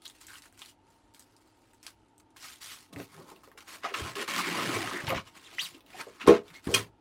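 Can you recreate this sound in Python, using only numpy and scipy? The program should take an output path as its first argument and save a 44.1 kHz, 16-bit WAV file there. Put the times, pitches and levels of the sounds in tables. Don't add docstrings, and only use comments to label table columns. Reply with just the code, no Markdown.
import sys
import numpy as np
from scipy import signal
from scipy.io import wavfile
from scipy.ndimage import uniform_filter1d

SR = 44100
rng = np.random.default_rng(int(sys.argv[2]) if len(sys.argv) > 2 else 0)


def magnitude_from_level(level_db):
    exponent = np.asarray(level_db, float) / 20
    return 10 ** exponent


def output_pcm(signal):
    pcm = np.clip(np.atleast_2d(signal).T, -1, 1) * 32767
    wavfile.write(sys.argv[1], SR, np.round(pcm).astype(np.int16))


N = 308920


def evened(x):
    return x / np.sqrt(np.mean(x ** 2) + 1e-20)


def read(points, hz):
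    f, value = np.transpose(points)
    return np.interp(np.log(hz + 1), np.log(f + 1), value)


def add(mix, start_s, sound):
    part = mix[max(round(start_s * SR), 0):][:len(sound)]
    part += sound[:len(part)]


def band(x, order, edges_hz, kind):
    return signal.sosfilt(signal.butter(order, edges_hz, kind, fs=SR, output="sos"), x)


def resonate(x, hz, width):
    turn = np.exp(2j * np.pi * np.cumsum(hz * np.ones(len(x))) / SR)
    r = np.exp(-np.pi * width / SR)
    return 2 * (turn * signal.lfilter([1 - r], [1, -r], x / turn + 1e-18)).real


def coloured(x, spectrum, patchy_db, size):
    hz, t, z = signal.stft(x, SR, nperseg=size, noverlap=size * 3 // 4)
    patches = uniform_filter1d(rng.standard_normal(z.T.shape), 12, 0)
    patches = evened(uniform_filter1d(patches, 3, 1)).T
    z = z * magnitude_from_level(read(spectrum, hz)[:, None] + patchy_db * patches)
    return evened(signal.istft(z, SR, nperseg=size, noverlap=size * 3 // 4)[1][:N])


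def ringing(modes, longest):
    t = np.arange(int(.4 * SR)) / SR
    ring = sum(magnitude_from_level(db - 60 * t / min(t60, longest)) * np.sin(2 * np.pi * hz * t) for hz, db, t60 in modes)
    return ring / abs(ring).max()


def air():
    # freq_hz, level_db [dB per Hz]
    air_spectrum = [(15, -33.5), (25, 8), (76, -0.5), (167, -9), (266, -8.5), (538, -12), (927, -1.5),
                    (1120, -45.5), (1220, -8.5), (2270, -37), (2460, -30), (2900, -20.5), (4130, -37.5),
                    (4600, -65.5), (16500, -35.5)]
    # centre_hz, width_hz, level_db
    fan = [(100, 9.5, -74.5), (293, 67, -68), (915, 28, -76)]
    hum = sum(magnitude_from_level(db) * evened(resonate(rng.standard_normal(N), hz, width)) for hz, width, db in fan)
    tone = coloured(rng.standard_normal(N), air_spectrum, patchy_db=2.5, size=2048)
    return magnitude_from_level(-69.5) * band(tone, 6, 10500, "low") + hum


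def walls():
    # freq_hz, t60_s
    room = [(100, 0.15), (500, 0.18), (2000, 0.086), (8000, 0.1), (16000, 0.19)]
    taps = np.zeros(SR // 2)
    at = np.arange(120, len(taps) - 20, 20)
    taps[at + rng.integers(0, 20, len(at))] = rng.choice([-1., 1.], len(at))
    hz, t, z = signal.stft(taps, SR, nperseg=256)
    tail = signal.istft(z * magnitude_from_level(-60 * t / read(room, hz)[:, None]), SR, nperseg=256)[1]
    return tail / np.linalg.norm(tail)


def bump(db, hz, t60):
    t = np.arange(int(.2 * SR)) / SR
    fade = magnitude_from_level(-60 * t / max(t60, .02)) * np.minimum(t / 0.0018, 1)
    chatter = resonate(resonate(rng.standard_normal(len(t)), hz, width=.5 * hz), hz, width=.5 * hz)
    ring = fade * (evened(chatter) + 1.58 * np.sin(2 * np.pi * hz * t))
    return magnitude_from_level(db - 4.5) * ring / abs(ring).max()


def soft_contacts():
    # start_s, peak_db, centre_hz,
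    # t60_s
    contacts = [
        (4.03, -35, 100, 0.081),
        (6.278, -22, 65, 0.1),
        (6.739, -31, 108.3, 0.35),
                (2.929, -38, 295, 0.019), (2.961, -37, 115, 0.21), (2.999, -29, 401, 0.039),
             (3.149, -49, 398, 0.1), (3.19, -40.5, 360, 0.067), (3.285, -43, 1027, 0.065),
             (3.318, -37.5, 390, 0.019), (3.842, -27.5, 616, 0.16), (3.855, -26.5, 700, 0.16),
             (4.017, -26, 100, 0.057), (5.038, -27, 144, 0.049), (5.075, -29, 108, 0.42),
             (5.097, -23.5, 532, 0.19), (5.124, -21, 673, 0.066), (5.164, -23, 113, 0.036),
             (5.744, -41.5, 322, 0.063), (5.993, -33, 915, 0.1), (6.068, -33, 474, 0.069),
             (6.2795, -14, 340, 0.05), (6.671, -17, 230, 0.026), (6.703, -24, 417, 0.19),
             (6.74, -22.5, 410, 0.2),
                (5.078, -25, 902, 0.058),
        (5.108, -21, 1200, .05),
        (5.138, -33, 800, 0.043),
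        (5.175, -27.5, 1010, 0.036),
        (6.275, -8.5, 1076, 0.031),
        (6.3, -15, 657.5, 0.14),
        (3.475, -42.5, 440, 0.042),
        (3.551, -48, 443, 0.051),
        (4.16, -30.5, 402, .2),
                (5.5835, -18.5, 2000, .02),
        (5.589, -24, 2300, 0.022),
        (2.963, -35, 280, 0.093),
        (3.005, -35, 247, 0.049),
        (6.69, -27.5, 480, .3),
        (6.682, -27.5, 105, .15),
    ]
    mix = np.zeros(N)
    for s, *rest in contacts:
        add(mix, s, bump(*rest))
    return mix


def tray():
    # start_s, blow_db, contact_ms
    blows = [
        (6.26, -30, 1.2),
        (6.273, -20, .6),
        (6.2793, 0, 1.2),
        (6.2917, -1, 1.1),
        (6.3005, -6, 1.4),
        (6.318, -19, .7),
        (6.334, -16, .7),
    ]
    # freq_hz, level_db, t60_s
    tray_modes = [(120, -43.5, 0.12), (188.7, -14.5, 0.15), (222.5, -10.5, 0.18), (299, -3, 0.14),
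                  (364, 8.5, 0.04), (414.2, 5.5, 0.17), (460, 6.5, 0.03), (474, 6, 0.12), (525, -4, 0.06),
                  (660, -5, 0.18), (700, -7, 0.08), (855, 1, 0.11), (826, -2, 0.12), (1020, -8, 0.17),
                  (1180, -24.5, 0.08), (1300, -24.5, .07), (1500, -9.5, 0.06)]
    force = np.zeros(N)
    for s, db, ms in blows:
        push = np.sin(np.pi * np.clip(np.arange(200) / (ms * SR / 1000), 0, 1))
        add(force, s, magnitude_from_level(db) * push / push.sum())
    ring = signal.oaconvolve(force, ringing(tray_modes, longest=.17))[:N]
    return magnitude_from_level(1.5) * band(ring, 2, 200, "high")


def raps():
    # start_s, blow_db
    rap_blows = [
        (6.284, -27),
        (6.7408, -11.5),
        (6.7437, -10.5),
        (6.7465, -6.5),
        (6.7492, -9.5),
        (6.753, -22.5),
    ]
    # freq_hz, level_db, t60_s
    plastic = [(1200, -14, 0.04), (1880, -17, 0.04), (2140, -3, .04), (2500, 8, 0.03), (2894, -0.5, 0.045),
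               (3220, 5.5, 0.027), (3220, -13, 0.03), (4285, -9.5, 0.04), (4900, -6.5, 0.036),
               (5990, -9, 0.03), (6400, -9, 0.031), (7170, -6, 0.037), (8300, -15.5, .03)]
    force, t = np.zeros(N), np.arange(600) / SR
    for s, db in rap_blows:
        add(force, s, magnitude_from_level(db - 10.0 - 60 * t / 0.0071) * rng.standard_normal(len(t)))
    crack = band(force, 2, [1500, 8500], "band")
    ring = signal.oaconvolve(force, ringing(plastic, longest=.05))[:N]
    return .5 * ring + 2.04 * crack


def snap(db, hz, treble_db, top_hz):
    t = np.arange(int(.06 * SR)) / SR
    burst = rng.standard_normal(len(t)) * (magnitude_from_level(-60 * t / .006) + magnitude_from_level(-10 - 60 * t / .045))
    broad = resonate(resonate(burst, hz, width=1.4 * hz), hz, width=1.4 * hz)
    body = broad + 4.9 * resonate(burst, hz, width=0.18 * hz)
    edge = band(burst, 1, [6500, top_hz], "band")
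    body = band(body, 2, [700, 12000], "band")
    return magnitude_from_level(db - 0.5) * (body / abs(body).max() + magnitude_from_level(treble_db) * edge / abs(edge).max())


def clicks():
    # start_s, peak_db, centre_hz
    snaps = [(0.02, -44.5, 3460), (0.0513, -48, 3470), (0.0554, -29.5, 3660), (0.079, -35, 6800),
             (0.0985, -40.5, 3560), (0.1531, -57, 4000), (0.186, -63, 4000), (0.2127, -43, 7700),
             (0.2682, -35, 7950), (0.2847, -41, 1540), (0.3327, -41, 1550), (0.305, -44, 1520),
             (0.3406, -40, 2900), (0.3553, -38, 2860), (0.374, -46, 3000), (0.4212, -40.5, 4730),
             (0.4394, -47, 1730), (0.4564, -44, 1700), (0.5257, -50, 1480), (0.5766, -47, 1650),
             (0.5925, -42, 6160), (0.618, -33, 2960), (0.6495, -41, 2860), (0.6594, -39, 4500),
             (1.1387, -55, 4940), (1.1467, -41.5, 4900), (1.1945, -44, 7900), (1.2057, -44, 5160),
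             (1.2236, -46, 5270), (1.3655, -46.5, 5170), (1.475, -62, 4000), (1.734, -55, 1640),
             (1.8295, -40.5, 5440), (1.8658, -28, 4740), (1.8791, -37.5, 1360), (2.1802, -53.5, 8850),
             (2.1984, -61, 8770)]
    grit = [
        (4.48, -22, 1930),
        (4.587, -23, 1180),
        (4.608, -24, 1950),
        (4.66, -21.5, 1880),
        (4.694, -24, 1200),
        (4.874, -23.5, 1080),
        (4.912, -25, 1200),
        (4.934, -26, 1760),
    ]
    ticks = [(2.363, -42.5, 1590), (2.4448, -37.5, 1570), (2.9307, -52, 3530), (2.9612, -31.5, 1970),
             (3.0004, -32, 1500), (3.136, -49.5, 700), (3.144, -44, 1420), (3.179, -42, 870),
             (3.201, -46, 1130), (3.266, -50, 1210), (3.2875, -56, 1310), (3.3, -44, 1200),
             (3.3617, -46, 2700), (3.434, -47, 1080), (3.475, -47, 1020), (3.516, -44.5, 1130),
             (3.5757, -39, 1430), (3.606, -36, 2660), (3.6799, -38, 1410), (3.9408, -26, 2450),
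             (3.9518, -27, 1170), (4.1542, -29.5, 2800), (4.2782, -30, 1720), (5.0689, -26, 2800),
             (5.094, -21, 2320), (5.1035, -18, 1880), (5.161, -26, 2200), (5.779, -52, 1260),
             (5.8067, -43.5, 2600), (5.863, -47, 2780), (5.907, -55, 2500), (6.2661, -32.5, 3500),
             (6.481, -41, 3420), (6.503, -42, 2200), (6.552, -43, 2230), (6.67, -39, 2530)]
    cracks = [(6.2741, -26, 9200), (6.2833, -25, 6000), (.903, -57, 7000), (1.155, -55, 5000),
              (1.322, -58, 5000), (1.424, -66, 9000), (1.745, -54, 7000), (2.084, -62, 9000),
              (2.305, -59, 9000), (3.222, -50, 3500), (3.243, -54, 4000), (3.454, -50, 4500),
              (3.888, -40, 2500), (4.337, -30, 1980), (2.926, -53, 1090), (5.92, -49, 1200),
              (6.565, -44, 6040)]
    mix = np.zeros(N)
    for rows, treble_db, top_hz in ((snaps, -1.5, 9500), (grit, -16, 9500), (ticks, -4, 15500)):
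        for s, db, hz in rows:
            dulled_db = treble_db - 0.57 * (db + 47.5)
            add(mix, s, snap(db, hz, dulled_db, top_hz))
    for s, db, hz in cracks:
        add(mix, s, snap(db, hz, treble_db=-5.5, top_hz=15400))
    return mix


def singing_rubs():
    # middle_s, length_s, level_db [rms], centre_hz
    rubs = [(0.063, 0.035, -46, 3570), (0.306, 0.039, -53.5, 1500), (0.354, .04, -58, 1400),
            (2.936, 0.011, -54, 3500), (3.212, 0.037, -53, 1150), (3.32, 0.049, -55.5, 880),
            (4.225, .05, -40, 400), (4.292, 0.041, -41.5, 1000), (4.399, 0.045, -36.5, 1240),
            (4.413, 0.021, -38, 2250), (4.445, .06, -36, 2170), (4.484, 0.032, -36.5, 2100),
            (4.52, 0.036, -43, 2720), (4.699, 0.031, -31, 300), (4.761, .05, -37, 2200),
            (4.772, 0.032, -32.5, 376), (4.852, 0.048, -41, 2000), (4.945, 0.039, -36.5, 329),
            (4.96, 0.085, -38, 1800), (5.001, 0.051, -38, 1810), (5.748, 0.038, -56.5, 2800),
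            (5.955, 0.059, -52, 724), (5.943, .06, -56, 2500), (6.004, 0.034, -40.5, 2380),
            (6.015, 0.028, -46, 1390), (6.206, .03, -58, 1010), (6.217, 0.023, -41, 2700),
            (6.247, .03, -45, 258), (3.857, 0.044, -36.5, 1150), (3.922, .04, -41.5, 404),
            (4.001, 0.065, -46, 420), (6.52, 0.078, -58, 150), (5.105, .04, -49, 12500),
            (6.755, .04, -38, 1300), (6.76, .05, -38.5, 1000), (6.72, .015, -51, 8700),
            (6.675, .015, -51.5, 8500), (3.03, .09, -61, 13000), (5.63, .09, -51, 13000),
            (6.513, 0.028, -60, 2200), (6.555, .05, -55, 3900), (6.678, 0.033, -46, 1600),
            (6.685, .04, -50.5, 1086), (6.675, 0.016, -49, 3200)]
    mix = np.zeros(N)
    for middle, length, db, hz in rubs:
        slip = rng.standard_normal(int(.1 * SR)) ** 3
        rub = resonate(resonate(slip, hz, width=0.24 * hz), hz, width=.3 * hz)
        rub = evened(rub)[:int(length * SR)]
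        add(mix, middle - length / 2, magnitude_from_level(db) * rub * np.hanning(len(rub)) ** 0.93)
    return mix


def squeak(rows):
    s, hz, db = np.transpose(rows)
    t = np.arange(s[0], s[-1], 1 / SR)
    shake = uniform_filter1d(rng.standard_normal((int(.2 * SR), 2)), 70, 0)
    shake = evened(shake)[:len(t)].T
    turns = np.cumsum(np.interp(t, s, hz) * (1 + 0.018 * shake[0])) / SR
    tone = np.sin(2 * np.pi * turns) + magnitude_from_level(-12) * np.sin(4 * np.pi * turns)
    level = magnitude_from_level(np.interp(t, s, db) - 4.5 + 1.67 * shake[1])
    return level * tone * signal.windows.tukey(len(t), .15)


def squeaks():
    # time_s, slip_rate_hz, level_db
    squeak_curves = [
        [(5.43, 2300, -62), (5.445, 3300, -52), (5.46, 4050, -49), (5.47, 3050, -45), (5.48, 2000, -52),
         (5.492, 1140, -58)],
        [(5.586, 2100, -36), (5.5955, 2950, -20), (5.601, 3400, -27), (5.613, 4250, -34), (5.625, 4800, -34),
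         (5.637, 4550, -37), (5.649, 3900, -36), (5.659, 2950, -35), (5.675, 1700, -52)],
        [(5.0855, 10300, -34), (5.096, 15500, -42)],
        [(5.265, 2950, -47), (5.295, 2880, -64)],
        [(6.545, 1900, -52), (6.555, 2150, -44), (6.572, 2200, -50), (6.592, 2050, -60)],
        [(5.569, 3070, -46), (5.582, 3050, -48)],
    ]
    mix = np.zeros(N)
    for rows in squeak_curves:
        add(mix, rows[0][0], squeak(rows))
    return mix


def slips(per_s, spread_db, clump_db, clump_s):
    size = magnitude_from_level(spread_db * np.minimum(rng.exponential(1, N), 4)) * rng.choice([-1., 1.], N)
    clumps = evened(uniform_filter1d(rng.standard_normal(N), max(int(clump_s * SR), 1)))
    return size * (rng.random(N) < per_s / SR) * magnitude_from_level(clump_db * clumps)


def stroked(rows):
    t, power = np.arange(0, N + 64, 32) / SR, 0
    for s, db, rise, fall in rows:
        away = np.where(t < s, (s - t) / max(rise, .002), (t - s) / max(fall, .002))
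        power = power + magnitude_from_level(db - 20 * away ** 1.676) ** 2
    return np.interp(np.arange(N) / SR, t, power)


def rubbing():
    film_strokes = [(.06, -58.5, 0.05, 0.12), (.15, -62.5, 0.0054, 0.12), (.215, -54.5, 0.021, 0.075),
                    (.29, -52, 0.022, 0.15), (.385, -54.5, 0.1, 0.024), (.44, -58, 0.033, 0.08),
                    (.55, -66.5, 0.027, 0.065), (.61, -55, 0.045, 0.088), (.69, -56.5, 0.047, 0.052),
                    (.9, -71, 0.081, 0.22), (1.16, -65, 0, 0.14), (1.5, -72.5, 0.81, 0.9),
                    (1.62, -80, 0.19, .25), (1.835, -58, 0, 0.092), (1.88, -56, 0, 0.052),
                    (2.2, -61, 0, 0.012), (2.367, -52, 0, 0.046), (2.45, -46, 0.073, 0.15),
                    (2.618, -43.5, 0.011, 0.12), (2.71, -45, 0.057, 0.1), (2.78, -56, 0.3, 0.13),
                    (5.63, -42, 0.059, 0.1), (6.665, -49.5, 0.043, 0.072), (6.72, -44.5, 0.042, 0.035),
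                    (6.748, -30, 0.015, 0.026)]
    lifts = [(2.929, -50, 0.0038, 0.028), (3.0, -50.5, 0.055, 0.092), (3.2, -63, 0.3, .5),
             (3.14, -55.5, 0.068, 0.051), (3.21, -61.5, 0.086, 0.037), (3.48, -73, .03, 0.024),
             (3.3, -53, 0.04, 0.049), (3.44, -56, 0.0085, 0.042), (3.58, -48, 0.0067, 0.028),
             (3.608, -53, .005, 0.043), (3.685, -48.5, 0.016, 0.14), (3.735, -46, 0.08, 0.084)]
    pulls = [(3.99, -33, 0.071, 0.047), (4.08, -36.5, 0.15, 0.078), (4.16, -37, 0.009, 0.12),
             (4.225, -32, 0.072, 0.032), (4.285, -29.5, 0.01, 0.075), (4.385, -25.5, 0.089, 0.056),
             (4.412, -34, 0.05, 0.022), (4.49, -34, 0.16, 0.055), (4.62, -31, 0.33, 0.36),
             (4.765, -32.5, 0.14, 0.12), (4.92, -38.5, 0.42, 0.31), (5.05, -63, 0.016, 0.035)]
    jerks = [
        (3.85, -30.5, 0.024, 0.05),
        (3.9, -38, .04, 0.034),
        (3.945, -24, 0.0069, 0.012),
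        (5.08, -31.5, 0.015, 0.069),
        (5.17, -30.5, 0.071, 0.049),
        (6.216, -35, 0.019, 0.048),
        (6.285, -21.5, 0.022, 0.073),
        (6.34, -35.5, 0.058, 0.071),
    ]
    settling = [(5.28, -50.5, 0.039, 0.032), (5.37, -47.5, 0.032, 0.027), (5.45, -53, 0.18, 0.13),
                (5.54, -48.5, 0.07, 0.079), (5.75, -54, 0.033, 0.058), (5.95, -50.5, 0.1, 0.049),
                (6.005, -39.5, 0.054, 0.054), (6.1, -55.5, 0.17, 0.35), (6.49, -56.5, 0.083, 0.051),
                (6.56, -52, 0.07, 0.061), (6.765, -29, 0.013, 0.067), (6.81, -45, .04, 0.07)]
    heaves = [(2.98, -51.5, 0.07, 0.08), (3.2, -61, 0.089, 0.36), (4.02, -50.5, 0.056, 0.16),
              (4.28, -76, .06, 0.045), (4.66, -41, 0.26, 0.24), (4.92, -45.5, 0.4, 0.17),
              (5.132, -42, 0.12, 0.071), (5.78, -71.5, 0.51, 0.81), (6.275, -39.5, 0.022, 0.15),
              (6.5, -85.5, 0.11, 0.1), (6.676, -47, 0.016, 0.19), (6.79, -69.5, 0.064, 0.068)]
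    scrape = [(410, -56.5), (700, -9.5), (801, -9), (1050, -1), (1390, 2.5), (2270, 0), (2470, 0),
              (2750, 2.5), (7000, -7.5), (9100, -25.5), (16000, -41.5)]
    fizz = [(2650, -13), (4500, -2), (6410, -6), (8410, -4.5), (11500, -9), (13300, -14.5), (15400, -12.5),
            (16500, -33)]
    hollow_box = [(82, -76), (140, -1.5), (210, -1), (340, 4), (432, -3.5), (469, -1), (801, -5.5),
                  (1000, -4), (1300, -9), (2200, -120)]
    thump = [(15, -59.5), (40, -18.5), (75, -33), (102, -1), (182, 3), (200, -3), (260, -35.5), (440, -120)]
    # time_s, freq_hz
    patch = [(0.0, 3500), (0.35, 1810), (0.74, 3240), (0.88, 1120), (1.64, 1090), (1.73, 2916),
             (1.99, 2680), (2.14, 941), (2.28, 2020), (2.71, 3320), (3.16, 1320), (5.05, 1780),
             (5.75, 3000), (6.08, 1017), (6.51, 990), (6.56, 2200), (6.68, 1500), (7.0, 2330)]
    # centre_hz, width_hz, level_db
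    grain = [(1090, 300, -9), (1985, 150, -17), (2295, 210, -16)]

    heave, rest = stroked(heaves), magnitude_from_level(-76) ** 2
    level, crisp, hollow = rest, rest * magnitude_from_level(-38.0), heave * magnitude_from_level(3.5) ** 2
    for rows, crisp_db, hollow_db in ((film_strokes, -1.03, -47), (lifts, -3.4, -10.5), (pulls, -11.5, -14),
                                      (jerks, -22.5, -21), (settling, -8, -11.5)):
        power = stroked(rows)
        level = level + power
        crisp = crisp + power * magnitude_from_level(crisp_db) ** 2
        hollow = hollow + power * magnitude_from_level(hollow_db) ** 2

    drive = slips(per_s=9000, spread_db=2.0, clump_db=2.0, clump_s=0.004)
    face = coloured(drive, scrape, patchy_db=2.3, size=512)
    patch_s, patch_hz = np.transpose(patch)
    moving_hz = np.clip(np.interp(np.arange(N) / SR, patch_s, patch_hz), 500, 6000)
    face = evened(face + 13.0 * resonate(face, moving_hz, width=2650))
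    face = evened(face + sum(magnitude_from_level(db) * evened(resonate(face, hz, width)) for hz, width, db in grain))
    film = coloured(drive, fizz, patchy_db=3.2, size=256)
    coarse = slips(per_s=2500, spread_db=1.0, clump_db=1.54, clump_s=0.017)
    box = coloured(coarse, hollow_box, patchy_db=3, size=1024)
    hand = coloured(rng.standard_normal(N), thump, patchy_db=7.0, size=2048)
    surface = magnitude_from_level(-5.5) * np.sqrt(level) * face + magnitude_from_level(-2.0) * np.sqrt(crisp) * film
    return surface + np.sqrt(hollow) * box + np.sqrt(heave) * hand


def scene():
    hits = tray() + raps() + soft_contacts() + clicks()
    squeaking = squeaks()
    rub = rubbing() + singing_rubs()
    to_walls = magnitude_from_level(-2.5) * hits + magnitude_from_level(-0.5) * squeaking + magnitude_from_level(-11.5) * rub
    wet = signal.fftconvolve(to_walls, walls())[:N]
    return (hits + squeaking + rub + wet + air())[None]


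def top_cut(x):
    return signal.sosfilt(signal.butter(12, 17170, fs=SR, output="sos"), x)


def record(dry):
    thin = band(dry, 2, 36, "high")
    top = signal.sosfiltfilt(signal.butter(8, 12100, "high", fs=SR, output="sos"), thin)
    top_db = 10 * np.log10(abs(uniform_filter1d(top ** 2, size=1500)) + 1e-14)
    shut = uniform_filter1d(1. * (top_db < -87.5), size=600)
    thin = thin - (1 - magnitude_from_level(-22)) * shut * top
    limited = signal.oaconvolve(thin, signal.firwin(255, 16300, fs=SR)[None], "same")
    return top_cut(limited)


dry = scene()
out = record(dry)
output_pcm(out)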